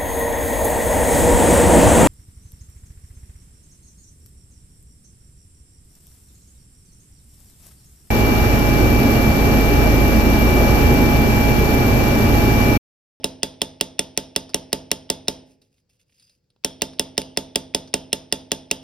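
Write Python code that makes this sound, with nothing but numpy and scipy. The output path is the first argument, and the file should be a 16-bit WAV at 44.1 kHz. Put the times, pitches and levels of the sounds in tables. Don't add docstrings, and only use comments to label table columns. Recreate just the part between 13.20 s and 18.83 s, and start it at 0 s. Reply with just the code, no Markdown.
import sys
import numpy as np
from scipy import signal
from scipy.fft import rfft, irfft
from scipy.io import wavfile
from scipy.ndimage import uniform_filter1d, minimum_filter1d

SR = 44100
rng = np.random.default_rng(int(sys.argv[2]) if len(sys.argv) > 2 else 0)


def persist_wave(psi):
    counts = np.round(np.clip(psi, -1, 1) * 32767).astype(np.int16)
    wavfile.write(sys.argv[1], SR, np.atleast_2d(counts).T)


N = 248279

# t/s, force/dB, lower sheet resonance f/Hz,
# its level/dB, upper sheet resonance f/Hz, fizz level/dB relative to the body of the slap
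BLOWS = [(-.145, 4, 3295, -6, 5360, -3), (0.0422, 1, 3770, -1.5, 5294, -3.5),
         (.2312, -1, 3400, -4, 5050, -5.5), (0.4168, -1, 3397, -2.5, 5240, -4.5),
         (0.61, -1, 3353, -3.5, 5360, -1), (0.792, -1, 3438, -8.5, 5317, 0.5),
         (0.9746, -1, 3420, -8, 5620, -1), (1.1615, -1, 3443, -5.5, 5350, -2),
         (1.3437, .5, 3960, -5.5, 5520, -2), (1.5289, 1.5, 3820, -5.5, 5420, -1.5),
         (1.7149, -1, 3852, -7.5, 5470, 1.5), (1.9005, 0, 3410, -1.5, 5250, -2),
         (2.082, 0, 3720, -3.5, 5350, -5.5), (3.446, -2, 3130, -3, 5530, -2.5),
         (3.6189, -.5, 3540, -2.5, 5680, -5.5), (3.795, -0.5, 3400, -9, 5180, -2),
         (3.9782, 1, 2775, 0, 5150, -3.5), (4.1726, .5, 3420, -3.5, 5145, -5.5),
         (4.3574, .5, 3310, -3, 5054, -3), (4.547, .5, 3384, -3.5, 5240, -4),
         (4.7394, 1.5, 2543, -9, 5330, -2.5), (4.9292, -1.5, 3390, -7.5, 5360, 0),
         (5.1244, -0.5, 3370, -4.5, 5110, -3), (5.317, -.5, 3365, -5.5, 5280, -5),
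         (5.5121, -2, 2656, -3.5, 5450, -3)]
# f/Hz, near reflections level/dB, their t60/s,
# late tail level/dB, its t60/s, left-right likeness (0 to 1)
ROOM = [(40, -7.5, .2, -5.5, 0.93, 0.94), (152, -2.5, 0.067, -8.5, 0.073, 1),
        (273, -12.5, 0.28, -13, 1, 0.74), (620, -6.5, 0.034, -11, 0.57, 0.32),
        (1400, -7, 0.049, -11, 0.29, 0.52), (4000, -14.5, .07, -16, 0.55, .7),
        (12000, -14, .07, -19, .25, 0.66)]


def slaps():
    # f/Hz, level/dB
    clack_modes = [(1000, -29), (1500, -25.5), (1950, -11.5), (2400, -19), (2780, -6), (3810, -22),
                   (4250, -21), (4650, -15.5), (4900, -7.5), (5750, -8), (6200, -11.5), (6800, -9.5)]
    # f/Hz, width/Hz, level/dB within the band set
    fizz_bands = [(8330, 600, 12.5), (7200, 1600, -7.5), (10030, 1100, -10), (11930, 1500, -4)]
    air_bands = [(14000, 690, -3), (15700, 800, -0.5), (13000, 800, 5)]
    slap_db, slap_share = -13.5, .05
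    grit_db, mean_air_db, air_vary_db = -5.5, -13.5, 2.5
    touch_lead_s, mean_touch_db, touch_vary_db = .0083, -42.5, 2.5

    out, t = np.zeros(N), np.arange(1500) / SR
    for s, force_db, low_hz, low_db, high_hz, fizz_db in BLOWS:
        modes = clack_modes + [(low_hz, low_db), (high_hz, 0)]
        hz, mode_db = np.transpose(modes)[:, :, None]
        turn = rng.random(hz.shape)
        tune, vary = rng.standard_normal((2, *hz.shape))
        phase = 2 * np.pi * (hz * (1 + 0.0041 * tune) * t + turn)
        tones = gain_of(mode_db + 1.6 * vary) * np.sin(phase)
        body = peaked(contact(t, 0.00076, 0.0021, 0.0013) * tones.sum(0))

        grit_burst = burst(t, 0.00032, 0.0017, 0.0027)
        grit = peaked(resonate(grit_burst, [(3120, 1500, 0.0015), (5770, 2700, 0.011)]))
        fizz = peaked(resonate(burst(t, 0.00017, 0.002, 0.0011), fizz_bands))
        air = peaked(resonate(burst(t, 0.000067, 0.00047, 0.00016), air_bands))
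        air_db = mean_air_db + air_vary_db * rng.standard_normal()
        touch_db = mean_touch_db + touch_vary_db * rng.standard_normal()

        whole = body + gain_of(grit_db) * grit + gain_of(fizz_db) * fizz + gain_of(air_db) * air
        add(out, s, gain_of(slap_db + slap_share * force_db) * whole)
        add(out, s - touch_lead_s, gain_of(touch_db) * tap(3000, 0.0067, -34.0, -26.5))
    return out


def bench():
    # f/Hz, level/dB (relative), t60/s, left minus right level/dB
    bench_modes = [(46, -19, 0.44, 0), (60, -21, .6, -2), (81.5, -18, 0.43, -2), (101.7, -22, 1, 1.5),
                   (109.6, -32, 1, 1.5), (151.9, -14.5, 0.62, -3.5), (193, -24.5, 0.13, -2.5),
                   (197.7, -13, 0.4, -0.5), (261.1, -6, 0.63, -2.5), (318, -14.5, 0.097, 3.5),
                   (332.3, -12, 0.25, -3.5), (376, -20.5, 0.075, -5.5), (425.3, -1.5, 0.1, -3),
                   (433.3, -1.5, 0.091, -12.5), (489, -21.5, .3, -2), (509, -12.5, 0.37, -0.5),
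                   (563, -1.5, 0.1, -1.5), (637.5, -24, 0.097, -18), (643.7, -15.5, 0.15, -6),
                   (835, -21.5, 0.7, -4), (971, -20, 0.11, -5), (922, -21.5, 0.27, 1), (1064, -29, .1, 1),
                   (1290, -25.5, .1, -3)]
    punch_modes = [(277, -3, 0.099, 1), (444, 17, 0.0067, 0.5), (634, 6.5, 0.03, -7), (884, -2, 0.075, -1)]
    spread = .14

    hz, t = np.fft.rfftfreq(SR, 1 / SR), np.arange(SR) / SR
    small_top = (1j * hz / (1j * hz + 130)) ** 2
    jolt = irfft(rfft(wood(punch_modes)) * small_top, SR)
    echoes = signal.fftconvolve(jolt, tail(ROOM), axes=1)[:, :SR]
    thud = jolt + wood(bench_modes) + gain_of(5.5) * echoes

    push = (t / .0001) ** 2 * np.exp(-t / .0001)
    travel = np.exp(-4j * np.pi * spread * np.sqrt(hz) - 2j * np.pi * hz * 0.004888)
    low_cut = 1 / (1 + (42 / (hz + 1)) ** 4)
    return gain_of(-3.0) * irfft(rfft(thud) * rfft(push / push.sum()) * travel * low_cut, SR)


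def aftersound():
    # f/Hz, near reflections level/dB,
    # their t60/s, late tail level/dB, its t60/s, left-right likeness (0 to 1)
    scatter = [(695, -26, 0.044, -20.5, 0.58, 0.17), (1260, -19.5, .08, -26, 0.4, 0.27),
               (2420, -20.5, 0.14, -27, 0.64, .6), (3270, -9.5, .07, -12.5, 0.38, 1),
               (4400, -22, 0.076, -24, 0.38, 0.28), (5330, -16.5, 0.41, -27, 0.64, 1),
               (7210, -21, 0.092, -20, 0.13, 0.98), (8600, -18.5, 0.13, -33, 0.55, 1),
               (12190, -30.5, 0.081, -24, 0.078, 0.39), (15200, -33, .06, -33, .2, .9),
               (16300, -59.5, .06, -61.5, .2, .9)]
    thud_db, clatter_db = -25.5, 17
    clatter_share = .15

    thuds, clatter, thud = np.zeros((2, N)), np.zeros((2, N)), bench()
    for s, force_db, low_hz, low_db, high_hz, fizz_db in BLOWS:
        add(thuds, s - .0089, gain_of(thud_db + force_db) * thud)
        echoes = tail(scatter)
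        echoes += resonate(echoes, [(high_hz, 300, -5.0), (low_hz, 300, low_db)])
        add(clatter, s + 0.0029, gain_of(clatter_db + clatter_share * force_db) * echoes)
    return thuds + ring(clatter, 1.0)


def wood(modes):
    t, out = np.arange(SR) / SR, np.zeros((2, SR))
    for hz, db, t60, lean_db in modes:
        sides = gain_of([[lean_db / 2], [-lean_db / 2]])
        out += sides * gain_of(db - 60 * t / t60) * np.sin(2 * np.pi * hz * t)
    return out


def ring(x, db):
    # f/Hz, level/dB (relative), approximate t60/s
    ring_modes = [(2780, -7, .12), (3390, -6, .08), (3810, -8, .08), (4895, -3, .25), (5250, -7, .07),
                  (5850, -9, .1)]
    modes = [(hz, 2.4 / t60, mode_db) for hz, mode_db, t60 in ring_modes]
    return x + gain_of(db) * resonate(x, modes)


def tap(hz, t60, fizz_db, knock_db):
    fall_s = np.clip(t60, .005, .1) / np.log(1000)
    puff = burst(np.arange(3000) / SR, 0.00053, 0.00092, fall_s)
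    middle = resonate(puff, [(hz, 1300, 0), (5000, 1800, -4)])
    middle = resonate(middle, [(3800, 4500, 0.0026)])
    ends = resonate(puff, [(850, 1600, knock_db), (9500, 1900, fizz_db)])
    ends = resonate(ends, [(850, 2700, 0.016), (9500, 4300, 0.0053)])
    return peaked(middle + ends)


def ticks():
    # t/s, level/dB before the ring, centre f/Hz, brightness/dB, t60/s (held to 0.005-0.1 in tap)
    tick_list = [(.3407, -52, 3460, -11, 0.024), (1.292, -44, 5110, -5, 0.083),
                 (2.4163, -58.5, 4720, -4, 0.071), (2.581, -68, 2330, 7, 0.023),
                 (2.6929, -69, 5000, -2, 0.039), (2.7953, -69, 2760, 0, 0.058), (2.8954, -68, 2600, 2, .03),
                 (2.9224, -66, 2540, 0, .025), (2.9964, -56.5, 4670, 5, 0.067), (3.0246, -59, 5900, 7, .03),
                 (3.0954, -59, 4530, 2.5, 0.047), (3.2415, -79, 4930, -3, .012),
                 (3.302, -63.5, 4180, 4, .03), (3.3617, -62, 2650, -20, 0.014),
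                 (3.7323, -48.5, 5100, -6, 0.037), (4.0164, -29, 4800, 1, 0.014),
                 (4.6745, -48, 5900, -4, 0.059)]
    base_fizz_db, base_knock_db, knock_slope = -17.5, -16.5, 1.3
    out = np.zeros(N)
    for s, db, hz, bright_db, t60 in tick_list:
        fizz_db = base_fizz_db + bright_db
        knock_db = base_knock_db - knock_slope * bright_db
        add(out, s, gain_of(db) * tap(hz, t60, fizz_db, knock_db))
    return out


def drag():
    # start t/s, rise t/s, fall t/s, peak level/dB before the ring
    drag_list = [(2.25, .05, 0.076, -67), (2.41, 0.01, 0.072, -69.5), (2.47, .11, .05, -74),
                 (2.688, 0.013, 0.11, -70.5), (2.79, 0.011, 0.046, -67), (2.85, 0.16, 0.2, -66.5)]
    out = np.zeros(N)
    for s, rise, fall, db in drag_list:
        t = np.arange(0, rise + fall, 1 / SR)
        angle = np.interp(t, [0, rise, rise + fall], [0, np.pi / 2, np.pi])
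        add(out, s, gain_of(db) * np.sin(angle) ** 1.4)
    return out


def slide():
    # f/Hz, relative level/dB per Hz
    slide_tone = [(700, -34), (1300, -18.5), (2200, -10.5), (2700, -2.5), (3100, -7), (3900, -9),
                  (4800, -3), (6000, -3), (7200, -6), (10000, -8.5), (12500, -9), (15500, -17),
                  (16500, -43)]
    catches_per_s, catch_db, catch_vary_db = 260, -5.5, 4.5

    hz = np.fft.rfftfreq(N, 1 / SR)
    flutter_db = 3.0 * evened(uniform_filter1d(rng.standard_normal(N), 130))
    grit = rng.standard_normal(N) * gain_of(flutter_db)
    catch_gain = gain_of(catch_vary_db * np.minimum(rng.exponential(1, N), 4))
    catches = (rng.random(N) < catches_per_s / SR) * catch_gain
    decay = np.exp(-1 / (.0012 * SR))
    catches = signal.lfilter([1], [1, -decay], catches) * rng.standard_normal(N)
    friction = evened(grit) + gain_of(catch_db) * evened(catches)
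    return evened(irfft(rfft(friction) * gain_of(read(slide_tone, hz)), N)) * drag()


def squeal():
    squeal_db = 5.5
    window = round(.13 * SR)
    noise, mode = rng.standard_normal(N), [(4895, 7, 0)]
    lasting = uniform_filter1d(minimum_filter1d(drag(), window), window)
    return gain_of(squeal_db) * resonate(noise * lasting, mode) / resonate(noise, mode).std()


def tail(table):
    hz, t = np.fft.rfftfreq(256, 1 / SR)[:, None], np.arange(420) * 64 / SR
    power = 0
    for level, decay in ((1, 2), (3, 4)):
        t60 = read(table, hz, axis=decay)
        power = power + gain_of(read(table, hz, axis=level) - 60 * t / t60) ** 2 / t60
    magnitude = np.sqrt(power * 6 * np.log(10) / SR)
    out = noise_pair(magnitude, read(table, hz[:, 0], axis=5), size=256) / 9.
    return out * np.clip(np.arange(out.shape[1]) / (0.0047 * SR), 0, 1)


def hush():
    # f/Hz, relative level/dB per Hz
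    hush_tone = [(15, -35.5), (25, -1), (120, 4), (300, -8), (430, -10.5), (505, -3.5), (590, -17),
                 (1190, -27), (3720, -28), (4870, -20), (6210, -28.5), (7920, -30), (8590, -38),
                 (16000, -34.5)]
    # f/Hz, left-right likeness (0 to 1)
    hush_same = [(60, 1), (180, 0.93), (550, 0.15), (1650, 0.57), (4970, 0.43), (15000, 0.23)]
    hush_db = -71.5
    hz = np.fft.rfftfreq(2048, 1 / SR)
    magnitude = gain_of(read(hush_tone, hz))[:, None] * np.ones(N // 512 + 5)
    noise = noise_pair(magnitude, read(hush_same, hz), size=2048)[:, :N]
    return gain_of(hush_db) * evened(noise)


def contact(t, rise, hold, fall):
    return (1 - np.exp(-(t / rise) ** 2)) * np.exp(-np.maximum(t - hold, 0) / fall)


def burst(t, rise, hold, fall):
    return contact(t, rise, hold, fall) * rng.standard_normal(len(t))


def resonate(x, modes):
    out = np.zeros(x.shape)
    for k, (hz, width, db) in enumerate(modes):
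        pole = np.exp((2j * np.pi * hz - np.pi * abs(width)) / SR)
        ringing = 2 * signal.lfilter([1 - abs(pole)], [1, -pole], x).imag
        out += (-1) ** k * gain_of(db) * ringing
    return out


def noise_pair(magnitude, same, size):
    a, b, c, d = rng.standard_normal((magnitude.shape[1], magnitude.shape[0], 4)).T
    same = np.clip(same, -1, 1)[:, None]
    left = a + 1j * b
    right = same * left + np.sqrt(1 - same ** 2) * (c + 1j * d)
    return signal.istft(magnitude * np.array([left, right]), nperseg=size, noverlap=size * 3 // 4)[1]


def gain_of(db):
    return 10 ** (np.asarray(db) / 20)


def evened(x):
    return x / np.sqrt(np.mean(x ** 2) + 1e-20)


def peaked(x):
    return x / np.sqrt(uniform_filter1d(x ** 2, SR // 250).max())


def read(points, hz, axis=1):
    table = np.transpose(points)
    return np.interp(np.log(hz + 1), np.log(table[0] + 1), table[axis])


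def add(mix, s, sound):
    at = round(s * SR)
    sound = sound[..., max(-at, 0):]
    part = mix[..., max(at, 0):][..., :sound.shape[-1]]
    part += sound[..., :part.shape[-1]]


def scene():
    # f/Hz, left minus right level/dB
    metal_lean = [(1200, 2.5), (2400, -6), (3400, -8), (4400, -0.1), (9000, 1)]
    handling = ring(ticks(), 9.) + ring(slide(), 10.) + squeal()
    lean_db = read(metal_lean, np.fft.rfftfreq(N, 1 / SR)) / 2
    metal = irfft(rfft(ring(slaps(), 0.98) + handling) * gain_of([lean_db, -lean_db]), N)
    reverberation = signal.fftconvolve(handling[None], tail(ROOM), axes=1)[:, :N]
    return metal + reverberation + aftersound() + hush()


def record(dry):
    # f/Hz, phase/rad by which the left port leads
    port_lead = [(0, 0), (1640, -.1), (2410, .2), (2670, .9), (5080, .2), (6720, 2.7), (8010, 3.7),
                 (9820, 6.0), (11200, 6.7), (12700, 9.0), (14500, 10.0), (15800, 12.3), (16700, 13.1)]
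    edge_hz = 16950
    turn = np.exp(.5j * read(port_lead, np.fft.rfftfreq(N, 1 / SR)))
    ported = irfft(rfft(dry) * np.array([turn, 1 / turn]), N)
    rounded = ported / (1 + (abs(ported) / .95) ** 4) ** .25
    band_limit = signal.firwin(255, edge_hz, window=("kaiser", 9), fs=SR)
    return signal.oaconvolve(rounded, band_limit[None], "same")


dry = scene()
out = record(dry)
persist_wave(out)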